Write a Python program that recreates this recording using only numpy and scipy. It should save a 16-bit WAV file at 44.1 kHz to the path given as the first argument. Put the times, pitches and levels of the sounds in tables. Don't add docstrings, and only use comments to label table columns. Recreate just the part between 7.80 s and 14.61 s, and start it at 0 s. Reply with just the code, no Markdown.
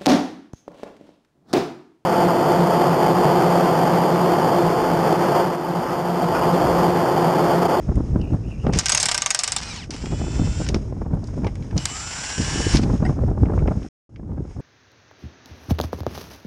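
import sys
import numpy as np
from scipy import signal
from scipy.fft import rfft, irfft, next_fast_len
from scipy.io import wavfile
from scipy.ndimage import uniform_filter1d

SR = 44100
rng = np.random.default_rng(int(sys.argv[2]) if len(sys.argv) > 2 else 0)


def master(y):
    cut = np.clip(np.atleast_2d(y).T, -1, 1)
    pcm = np.round(cut * 32767)
    wavfile.write(sys.argv[1], SR, pcm.astype(np.int16))


N = 300188


def amp(db):
    return 10 ** (np.asarray(db) / 20)


def evened(x):
    return x / np.sqrt(np.mean(x ** 2) + 1e-20)


def colour(x, points):
    f, db = np.transpose(points)
    size = next_fast_len(len(x))
    hz = np.fft.rfftfreq(size, 1 / SR)
    gain = amp(np.interp(np.log(hz + 1), np.log(f + 1), db))
    return irfft(rfft(x, size) * gain, size)[:len(x)]


def noise(points, count=N):
    return evened(colour(rng.standard_normal(count), points))


def drift(hz, count=N):
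    return noise([(hz / 20, 0), (hz, 0), (2 * hz, -40)], count=count)


def add(mix, s, sound):
    part = mix[max(round(s * SR), 0):][:len(sound)]
    part += sound[:len(part)]


def spread(rows):
    s, *columns = np.transpose(rows)
    times = np.arange(s[0], s[-1], 1 / SR)
    return s[0], [np.interp(times, s, c) for c in columns]


def level(tables):
    gain = np.zeros(N)
    for rows in tables:
        s, (db,) = spread(rows)
        add(gain, s, amp(db))
    return uniform_filter1d(gain, int(0.0027 * SR))


def tone(hz, waver_db):
    phase = 2 * np.pi * (np.cumsum(hz) / SR + rng.random())
    return np.sqrt(2) * amp(waver_db * drift(27, count=len(hz))) * np.sin(phase)


# [f/Hz, nominal level/dB, nominal t60/s]
ANVIL_MODES = [(608, -15.5, 0.11), (735, -14, 0.092), (805, -10.5, 0.065), (961, -10.5, .09),
               (1181, -8, 0.075), (1557, -6.5, 0.069), (1930, -16.5, 0.11), (2150, -13, 0.089),
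               (2822, -11.5, 0.069), (3580, -12, .06), (3870, -9, 0.05), (4350, -17, .06),
               (4900, -8, 0.044), (5110, 1.5, 0.027), (5380, -2.5, 0.047), (5680, -2.5, 0.05),
               (6440, -5.5, .04), (6460, -2, 0.042), (6590, -4, 0.055), (7100, -6, 0.036),
               (7600, -5.5, 0.029)]
# [f/Hz, relative density/dB]
CRASH_SPECTRUM = [(240, -51.5), (400, -25), (510, -32), (584, -9.5), (649, -10), (791, -12.5), (1070, -3),
                  (1520, -2), (1710, -4), (2210, 0.5), (4120, -2.5), (5170, 2.5), (7320, -8), (9050, -9.5),
                  (14900, -44)]
CONTACT_S, SNAP_T60_S = .00025, .011


def strike(low_db, top_db, bolt_db, t60, bounce_s, bounce_db, ring_db, tail_db, share=1):
    t = np.arange(int(.15 * SR)) / SR - .005
    late = t - bounce_s
    shape = amp(-60 * t / t60)
    shape = shape + amp(bounce_db - 60 * late / t60) * (late > 0)
    shape = shape + amp(tail_db - 60 * t / 0.095)
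    snap = noise([(4000, -28.0), (6500, 6.0), (8000, -2.5), (10000, -6.5), (12000, -20.5),
                  (15000, -33.5)], count=len(t))
    crash = noise(CRASH_SPECTRUM, count=len(t)) * shape
    crash = crash + amp(top_db + 3.5 - 60 * t / SNAP_T60_S) * snap
    ring = np.zeros(len(t))
    for hz, db, long in ANVIL_MODES:
        louder, sharper, phase = rng.standard_normal(3)
        decay = amp(db + 4.2 * louder - 60 * t / (long * share))
        ring += decay * np.sin(2 * np.pi * hz * (1 + 0.008 * sharper) * t + np.pi * phase)
    ring = ring + amp(bounce_db) * np.roll(ring, round(bounce_s * SR)) * (late > 0)
    tilt = [(300, low_db), (2300, low_db), (4400, 0.003), (5900, 0.00064), (6450, bolt_db),
            (6950, 0.00062), (7400, 2.8 * top_db)]
    hit = colour((crash + amp(ring_db) * ring) * np.clip(t / CONTACT_S, 0, 1), tilt)
    return hit / np.sqrt(np.mean(hit[(t > 0) & (t < .005)] ** 2))


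# [t/s, level/dB, low knock gain/dB, bolt ring gain/dB, rebound delay/ms, rebound level/dB, t60/s]
HAMMER_BLOWS = [(0.988, -13, -4, 1.5, 5.8, -2.5, 0.033), (1.058, -16, 0, -1, 5.7, -6.5, 0.033),
                (1.0943, -14, 0.5, 0, 4, -1, 0.044), (1.1202, -11.5, 0, 5.5, 2.9, -3.5, 0.049),
                (1.1483, -11.5, 1, 6.5, 2.15, -5.5, 0.029), (1.175, -13.5, 0, 4, 3.6, -7, 0.047),
                (1.2002, -17.5, -14, 9, 3.6, 0.5, 0.11), (1.2288, -14, -3.5, -1, 2.5, -10, 0.036),
                (1.2562, -15, -0.5, -2.5, 3.7, -4, .045), (1.286, -16.5, 1.5, -1, 4.5, -5, 0.047),
                (1.314, -16, 2, -7, 2.9, -3, 0.047), (1.345, -16, 1.5, 1, 3.1, -7.5, 0.045),
                (1.378, -16, 1.5, -6, 4.2, -19, 0.035), (1.42, -15, 2, 4.5, 4.2, -16, 0.021),
                (1.4611, -14, 3, 5.5, 6, -13.5, 0.037), (1.505, -13.5, -0.5, 3, 3.8, -5, 0.039),
                (1.5467, -14, 0, 1, 1.8, -10.5, 0.052), (1.5908, -15, -5.5, 0.5, 5.8, -18, 0.077),
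                (1.635, -16.5, -3.5, -4, 5.9, -7, 0.047), (1.677, -19, -4, -2, 3.5, -13, 0.053),
                (1.7202, -17, -3.5, -5, 3, -16, 0.063), (1.7636, -16.5, -3.5, -13, 3.05, -10.5, 0.035)]
BLOW_TOP_DB, UNEVEN_TOP_DB = 2.0, .7


def hammer():
    out = np.zeros(N)
    for s, db, low_db, bolt_db, ms, bounce_db, t60 in HAMMER_BLOWS:
        top_db = BLOW_TOP_DB + UNEVEN_TOP_DB * rng.standard_normal()
        blow = strike(low_db, top_db, bolt_db, t60, ms / 1e3, bounce_db, ring_db=-4.0, tail_db=-24.0)
        add(out, s - .005, amp(db) * blow)
    return out


# [t/s, level/dB, low knock gain/dB, top-end weight/dB]
DRIVE_CLICKS = [(0.157, -46.5, 6, 1.5), (0.414, -46.5, 0, -27), (.852, -51, 21, -20),
                (0.8666, -34, 17.5, -30), (0.935, -24.5, 3.5, -3), (0.976, -36, 1.5, 3),
                (1.0347, -36, 17, -0.5), (1.0845, -20, -1.5, -0.5), (1.784, -28, -9, -2),
                (1.814, -37, -22, 0), (1.832, -33, -23, -2), (1.9607, -35, -3, -2), (2.1065, -29, -8, -2.5),
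                (2.164, -37.5, 3, -0.5), (2.258, -34, 9, -1), (2.865, -33.5, 8, -10),
                (2.8879, -25, -1.5, -2), (2.945, -25, -0.5, -3.5), (3.3253, -57, 20, -15),
                (3.441, -46, -15, -2.5), (3.473, -46, -21, -1.5), (3.6453, -39, 8, -14),
                (3.6687, -32, 16, -13), (3.7546, -43.5, 7, 0), (3.824, -47, 7, -15),
                (3.9098, -42.5, 19, -10.5), (3.9781, -22.5, -10.5, -4), (4.042, -44, 11, 15),
                (4.055, -16.5, 1.5, 2), (4.9693, -20.5, -1.5, -9.5), (5.034, -34.5, 1, -3),
                (5.107, -50, 24, -15), (5.1542, -60, 16, -14), (5.251, -46, 6, -5),
                (5.657, -42.5, 25, -20.5), (5.7904, -39.5, 28, -6), (5.8757, -34.5, 24, -16),
                (6.0294, -49, 6, -11), (6.36, -47.5, 13.5, -25)]


def clicks():
    out = np.zeros(N)
    for s, db, low_db, top_db in DRIVE_CLICKS:
        click = strike(low_db, top_db, bolt_db=-7.0, t60=.016, bounce_s=0.0026, bounce_db=-26.5,
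                       ring_db=-10.5, tail_db=-11.0, share=.5)
        add(out, s - .005, amp(db) * click)
    return out


# [t/s, level/dB]
GEAR_LEVELS = [
    [(.925, -38.5), (.979, -29.5), (1.012, -29.5), (1.02, -39), (1.17, -26), (1.35, -34.5), (1.79, -35.5),
     (1.93, -37.5), (2.04, -44), (2.065, -53)],
    [(2.11, -36.5), (2.14, -41), (2.2, -45.5), (2.5, -44.5), (2.75, -42), (2.87, -40.5), (2.93, -58)],
    [(3.964, -42), (4.04, -38), (4.1, -36.5), (4.4, -33), (4.85, -31), (4.97, -26), (5.0, -41),
     (5.05, -44.5)],
]
# [f/Hz, relative density/dB]
GEAR_SPECTRUM = [(240, -32), (400, -2.5), (554, -3), (863, 2.5), (1280, -2.5), (1530, 1), (1790, -1),
                 (2120, 0), (3760, -5), (5560, 1.5), (7310, -7.5), (8000, -8.5), (9000, -13.5),
                 (11700, -48.5), (19800, -120)]
# [f/Hz, relative density/dB]
FAN_SPECTRUM = [(7000, -33.5), (8500, -14), (10000, 4), (11800, -9), (13000, -13), (14500, -32.5)]
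FAN_LEVELS = -24, -20, -17
# [t/s, level/dB]
SING_LEVELS = [(3.982, -46), (4.04, -50), (4.08, -49), (4.125, -43), (4.16, -56)]
SING_HZ = 2940


def gear_noise():
    fan = sum(amp(db) * level([rows]) for rows, db in zip(GEAR_LEVELS, FAN_LEVELS))
    whir = level(GEAR_LEVELS) * noise(GEAR_SPECTRUM) + fan * noise(FAN_SPECTRUM)
    roughness = evened(amp(1.8 * drift(36) + 2.0 * drift(330)))
    band = [(SING_HZ - 150, -30), (SING_HZ - 30, 0), (SING_HZ + 30, 0), (SING_HZ + 150, -30)]
    return whir * roughness + level([SING_LEVELS]) * noise(band)


# [t/s, whine f/Hz, reference level/dB]
SPIN_CURVES = [
    [(2.16, 7370, -57), (2.22, 7340, -53), (2.27, 7323, -52), (2.38, 7305, -51), (2.45, 7298, -49),
     (2.55, 7293, -49), (2.65, 7289, -49), (2.76, 7285, -47), (2.81, 7264, -45), (2.86, 7240, -46)],
    [(4.075, 7420, -44), (4.11, 7365, -39), (4.14, 7350, -38), (4.2, 7320, -38), (4.29, 7286, -39.5),
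     (4.41, 7251, -39), (4.53, 7224, -38), (4.65, 7207, -38.5), (4.8, 7194, -38), (4.94, 7184, -38)],
]
# [t/s, whine f/Hz, reference level/dB]
BLIP_CURVE = [(3.99, 7600, -50), (4.02, 7490, -48), (4.05, 7455, -47)]
SIDEBAND_ORDERS = -5, -4, -3, -2, -1, 0, 1, 2, 3, 4
SIDEBAND_LEVELS = -3, -1, -13, -4.5, 0.5, -8, -9, -16.5, -19, -16
ROTOR_ORDERS = 2, 2.25, 3, 3.25, 3.44, 4, 4.62, 5, 5.5, 5.7, 6, 6.5, 7, 7.84, 8, 10, 12
# [level relative to the reference at 500 Hz field/dB, growth/dB per 100 Hz, extra on a light pull/dB]
ROTOR_ORDER_LEVELS = [(-14, 0, 0), (-24, 0, 12), (-5, 6, -4), (-4, 1, -1), (-16, 0, -3), (-15, 3, 0),
                      (-19, 0, 9), (-13, 5, 0), (-10, 9, -5), (-20, 0, 12), (-13, 1, 8), (-14, 4, -3),
                      (-17, -3, 6), (-24, 0, 10), (-18, -2, 11), (-21, 0, 6), (-23, 0, 11)]
CHOPPER_HZ = 7732
FAR_SIDE_DB_PER_HZ = .022
SPIN_EDGE_S = 0.0098
FULL_PULL_DB, LIGHT_PULL_DB = -43.5, -48
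HUNTING = .001


def spinning():
    whine, orders = np.zeros((2, N))
    for rows in list(SPIN_CURVES) + [BLIP_CURVE]:
        s, (whine_hz, db) = spread(rows)
        t = np.arange(len(db)) / SR
        field = CHOPPER_HZ - uniform_filter1d(whine_hz, size=1500, mode="nearest")
        gain = amp(db) * np.clip(np.minimum(t, t[::-1]) / SPIN_EDGE_S, 0, 1)
        for k, side_db in zip(SIDEBAND_ORDERS, SIDEBAND_LEVELS):
            steps = min(max(abs(k) - 1, 0), 3)
            speed_db = steps * FAR_SIDE_DB_PER_HZ * (field - 532.5)
            sideband = tone(CHOPPER_HZ + k * field, waver_db=0.34 * abs(k))
            add(whine, s, gain * amp(side_db + speed_db) * sideband)
        light = np.interp(db, [LIGHT_PULL_DB, FULL_PULL_DB], [1, 0])
        gain = gain * amp(.1 * np.minimum(field - 340, 0))
        field = field * (1 + HUNTING * drift(40, count=len(db)))
        for k, (order_db, growth, light_db) in zip(ROTOR_ORDERS, ROTOR_ORDER_LEVELS):
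            strength = amp(order_db + growth * (field - 500) / 100 + light_db * light)
            add(orders, s, gain * strength * tone(k * field, waver_db=2.0))
    return whine, orders


# [t/s, field f/Hz, reference level/dB]
BRAKE_CURVE = [(1.83, 672, -52), (1.87, 680, -48), (1.895, 682, -47), (1.915, 650, -44), (1.945, 576, -48),
               (1.98, 478, -46), (2.015, 375, -48), (2.03, 322, -49), (2.06, 200, -51)]
BRAKE_ORDERS = 2, 3.67, 4.25, 6, 6.4, 7.4, 8.3, 9.25, 12, 14.6
BRAKE_ORDER_LEVELS = 3, 3, -5, 0, -2, -1, -2, -1, 1.5, -5
BRAKE_ORDER_FADES = -.01, .03, .03, -.005, .04, .03, .03, -.008, .012, .01
# [f/Hz, gain/dB]
BRAKE_RESPONSE = [(900, -9), (2200, -1), (6500, -2), (8500, -9)]


def braking():
    s, (field, db) = spread(BRAKE_CURVE)
    field = uniform_filter1d(field, size=500, mode="nearest")
    field = field * (1 + .0045 * drift(130, count=len(db)))
    whines = np.zeros(len(db))
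    for k, order_db, fade in zip(BRAKE_ORDERS, BRAKE_ORDER_LEVELS, BRAKE_ORDER_FADES):
        whines += amp(db + order_db + fade * (field - 650)) * tone(k * field, waver_db=3.0)
    return s, colour(whines * signal.windows.tukey(len(db), .2), BRAKE_RESPONSE)


# [f/Hz, width/Hz, peak gain/dB for noise]
SHELL_RESONANCES = [(2975, 130, 3.5), (5240, 350, 2.5), (6500, 190, -1), (1620, 160, -0.5), (820, 190, 0)]
# [f/Hz, gain/dB]
WHINE_RESPONSE = [(5000, -10), (5350, 0)]
TONE_BLOOM = 1.7


def motor():
    whine, orders = spinning()
    gears = gear_noise()
    add(gears, *braking())
    hz = np.arange(100, SR / 2, 10)
    shell_db = sum(db / (1 + (2 * (hz - f) / width) ** 2) for f, width, db in SHELL_RESONANCES)
    gears = colour(gears, np.transpose([hz, shell_db]))
    orders = colour(orders, np.transpose([hz, TONE_BLOOM * shell_db]))
    return colour(whine, WHINE_RESPONSE) + gears + orders


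def chatter():
    size = amp(3.6 * np.minimum(rng.exponential(1, N), 4))
    size = size * (rng.random(N) < 70 / SR)
    t = np.arange(400) / SR
    ticks = np.zeros(N)
    for k in range(3):
        tick = noise(CRASH_SPECTRUM, count=400) * amp(-60 * t / 0.011)
        ticks += signal.oaconvolve(size * (np.arange(N) % 3 == k), tick)[:N]
    return amp(-30.5) * level(GEAR_LEVELS) * evened(ticks)


# [t/s, nominal level/dB, tuning factor, ring length factor, upper modes relative level/dB]
HOLLOW_KNOCKS = [(3.644, -26.5, 1.18, 0.81, -9), (3.667, -26.5, 1.05, .8, -4.5),
                 (5.251, -25, .96, 1.1, -1.5), (5.262, -29.5, 1.05, 0.77, 3)]
# [f/Hz, relative level/dB, nominal t60/s]
HOLLOW_MODES = [(774, -1, 0.1), (1540, -6, 0.059), (1970, -0.5, 0.066), (2810, -13.5, .04),
                (4050, -21, .03), (5130, -10, 0.03), (8280, -17, 0.034)]


def clink():
    out, t = np.zeros(N), np.arange(int(.2 * SR)) / SR
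    for s, level_db, tuning, long, upper_db in HOLLOW_KNOCKS:
        ring = np.zeros(len(t))
        for k, (hz, db, t60) in enumerate(HOLLOW_MODES):
            decay = amp(db + upper_db * (k > 0) - 60 * t / (t60 * long))
            ring += decay * np.sin(2 * np.pi * hz * tuning * t)
        onset = np.minimum(t / 0.0017, 1)
        add(out, s, amp(level_db) * ring * onset * amp(2.2 * drift(170, count=len(t))))
    return out


# [t/s, f/Hz, nominal level/dB]
SQUEAK_CURVES = [
    [(.385, 2750, -59), (.415, 2900, -52), (.44, 2640, -50), (.47, 2620, -50), (.5, 2750, -55.5),
     (.55, 2650, -58)],
    [(.62, 2600, -58), (.66, 2600, -60), (.685, 2900, -54), (.712, 2730, -47.5), (.77, 2450, -58),
     (.795, 2730, -52), (.83, 2850, -53), (.86, 2600, -56), (.9, 2550, -58), (.93, 2750, -47),
     (.975, 2900, -42.5)],
]


def squeak():
    out = np.zeros(N)
    for rows in SQUEAK_CURVES:
        s, (hz, db) = spread(rows)
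        breath = noise([(1, 7.0), (200, 6.0), (600, -27.0)], count=len(hz))
        whistle = (0.4 + breath) * tone(hz, waver_db=0.5)
        add(out, s, amp(db - 1.5) * whistle * signal.windows.tukey(len(hz), .15))
    return out


# [t/s, level/dB]
RUSTLE_LEVELS = [(0, -54), (.9, -56.5), (2.08, -60), (2.9, -51.5), (3.3, -61.5), (3.5, -51.5), (3.6, -54.5),
                 (3.95, -54.5), (5.2, -47), (5.35, -53), (5.5, -60), (5.9, -55.5), (6.0, -50.5),
                 (6.09, -54.5), (6.29, -74.5), (6.6, -66.5), (6.7, -56.5), (6.81, -60)]
# [f/Hz, relative density/dB]
RUSTLE_SPECTRUM = [(880, -3.5), (1500, -2.5), (2310, -6), (2880, -9.5), (3960, -12.5), (4400, -16),
                   (5280, -2), (6040, -8.5), (6590, -3.5), (7180, -14), (9400, -18), (10300, -19),
                   (12800, -32.5), (13700, -38.5), (14900, -61.5)]


def rustle():
    swing = amp(0.73 * drift(60) + 2 * drift(8))
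    return level([RUSTLE_LEVELS]) * evened(noise(RUSTLE_SPECTRUM) * swing)


# [f/Hz, relative density/dB]
FLUTTER_SPECTRUM = [(150, -12.5), (300, 1), (500, -7), (800, -10.5), (1500, -25), (2500, -43.5),
                    (4000, -63.5), (7000, -120)]


def pop(db, hz, edge_db):
    u = np.arange(-3, 3, hz / SR)
    swing = np.exp(-abs(u / 0.64) ** 1.8) * np.cos(2 * np.pi * u) * rng.choice([-1, 1])
    edge = noise(FLUTTER_SPECTRUM, count=len(u)) * np.exp(-(u / 0.96) ** 2)
    return amp(db) * (swing + amp(edge_db) * edge)


# [t/s, rumble level/dB]
WIND_LEVELS = [(0, -29), (.3, -22.5), (.75, -30), (.87, -28), (.97, -22), (1.03, -36), (1.2, -35),
               (1.55, -49.5), (1.81, -36.5), (2.12, -34.5), (2.6, -21), (2.75, -26.5), (2.96, -25.5),
               (3.05, -27), (3.97, -31), (4.14, -37.5), (4.54, -41.5), (4.62, -28), (4.93, -28.5),
               (5.85, -24.5), (6.05, -32.5), (6.1, -47.5), (6.29, -44.5), (6.47, -31), (6.74, -38),
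               (6.81, -19.5)]
# [f/Hz, relative density/dB]
RUMBLE_SPECTRUM = [(8.8, -46.5), (15, -18.5), (48, 2.5), (115, -0.5), (258, -11.5), (500, -25.5),
                   (650, -32.5), (1100, -120)]
# [t/s, swing peak level/dB, f/Hz, sharp edge relative level/dB]
EDDY_POPS = [(0.0917, -9.5, 168.4, -16.5), (0.178, -9.5, 239, -22), (0.3368, -24, 202, -28),
             (0.362, -8.5, 275, -10), (0.412, -16.5, 225, -40), (0.499, -38, 204, -18),
             (0.5254, -13.5, 278, -23), (0.5455, -13.5, 151.2, -14), (0.6867, -21, 159, -22),
             (0.852, -29, 293, 4), (0.8688, -16.5, 365, 7), (0.881, -20, 306, -1.5),
             (0.896, -7.5, 170, -11), (0.932, -19, 164.7, -7), (0.9617, -11.5, 232, -28),
             (2.243, -23.5, 203, -4), (2.3276, -14, 116.4, -11), (2.416, -14, 192.7, -11.5),
             (2.56, -35, 199, -32), (2.621, -13, 221, -34), (2.804, -19, 180, -7), (2.901, -19, 164.3, -7),
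             (2.945, -14.5, 221, -5.5), (2.961, -13.5, 194, -12), (3.1903, -28, 147, -28),
             (3.2191, -32, 139, -3), (3.3375, -9, 157, -17.5), (3.578, -23, 299, -6),
             (3.5938, -18.5, 226, -19), (3.6475, -16, 159, -10), (3.6674, -18, 493, -4.5),
             (3.8153, -21, 94, -35), (3.931, -25, 148.6, -8), (3.966, -22.5, 477, -3),
             (3.968, -11.5, 152, -23), (4.603, -11.5, 224, -24), (4.76, -15.5, 250, -6),
             (4.803, -15.5, 159.7, -4.5), (4.8693, -13, 354, -10), (4.949, -4.5, 246, -11.5),
             (4.9965, -12.5, 192, -8), (5.037, -9.5, 203, -15), (5.065, -10.5, 149.3, -18),
             (5.1017, -12.5, 147, -9), (5.1387, -8, 202, -27), (5.155, -22.5, 248, -1),
             (5.227, -10, 197, -11.5), (5.256, -17, 161, -27), (5.2791, -14, 231, -17),
             (5.297, -10, 301, -7), (5.391, -20, 247, -7.5), (5.413, -20.5, 116.6, -15),
             (5.4382, -8, 430, -13), (5.4874, -10.5, 170, -15), (5.5153, -14, 290, -8.5),
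             (5.578, -23.5, 220.6, -3.5), (5.595, -30, 134, -42), (5.615, -29, 261, -8),
             (5.6338, -6, 278.4, -16), (5.687, -24, 300, -2), (5.706, -14.5, 256, -8), (5.723, -29, 330, 4),
             (5.739, -13, 263, -8.5), (5.753, -16.5, 250, -12), (5.7793, -15.5, 301, -0.5),
             (5.824, -9.5, 153, -16.5), (5.86, -26.5, 261, 2), (5.885, -11.5, 285.4, -6),
             (5.9175, -13, 123, -10), (5.974, -14, 171, -27), (6.021, -30, 330, -3),
             (6.4978, -29, 151.2, -10), (6.52, -19.5, 195.6, -15.5), (6.582, -23, 237, -7.5),
             (6.607, -18, 323, -28), (6.7854, -33, 252, -20.5)]
FLUTTER_DB = -17.5
SWELL_DB, SWELL_S = -11.5, 0.024
SMALL_POPS_PER_S, SMALL_POP_DB = 15, 9.5
SMALL_POP_LOW_HZ, SMALL_POP_HIGH_HZ = 130, 300


def wind():
    lumps = drift(60)
    rumble = evened(noise(RUMBLE_SPECTRUM) * amp(0.14 * lumps))
    flutter = evened(noise(FLUTTER_SPECTRUM) * amp(0.86 * lumps + 2.88 * drift(70)))
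    mean = level([WIND_LEVELS])
    gain = mean.copy()
    t = np.arange(-.1, .1, 1 / SR)
    for s, db, _, _ in EDDY_POPS:
        add(gain, s + t[0], amp(db + SWELL_DB) * np.exp(-(t / SWELL_S) ** 2))
    out = gain * (rumble + amp(FLUTTER_DB) * flutter)
    for s, db, hz, edge_db in EDDY_POPS:
        add(out, s - 3 / hz, pop(db, hz, edge_db))
    for when, pitch, weakness in rng.random((int(SMALL_POPS_PER_S * N / SR), 3)):
        hz = np.interp(pitch, [0, 1], [SMALL_POP_LOW_HZ, SMALL_POP_HIGH_HZ])
        small = pop(SMALL_POP_DB - 9.6 * weakness, hz, edge_db=-8.0)
        add(out, when * N / SR, mean[int(when * N)] * small)
    return out


def scene():
    tool = hammer() + clicks() + motor() + chatter()
    return (tool + clink() + squeak() + rustle() + wind())[None]


# [f/Hz, gain/dB]
PORT_RESPONSE = [(9000, -0.5), (11000, -9.5), (12000, -11), (15000, -20.5)]
OVERLOAD = .95
SILENCE_START_S, SILENCE_END_S = 6.087, 6.293
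EDGE_HZ = 15000


def record(dry):
    t = np.arange(N) / SR
    heard = uniform_filter1d(1. * ((t < SILENCE_START_S) | (t > SILENCE_END_S)), size=60)
    loud = OVERLOAD * np.tanh(colour(dry[0], PORT_RESPONSE) / OVERLOAD)[None]
    lowpass = signal.firwin(511, EDGE_HZ, window=("kaiser", 9), fs=SR)[None]
    return signal.oaconvolve(loud * heard, lowpass, "same")


dry = scene()
out = record(dry)
master(out)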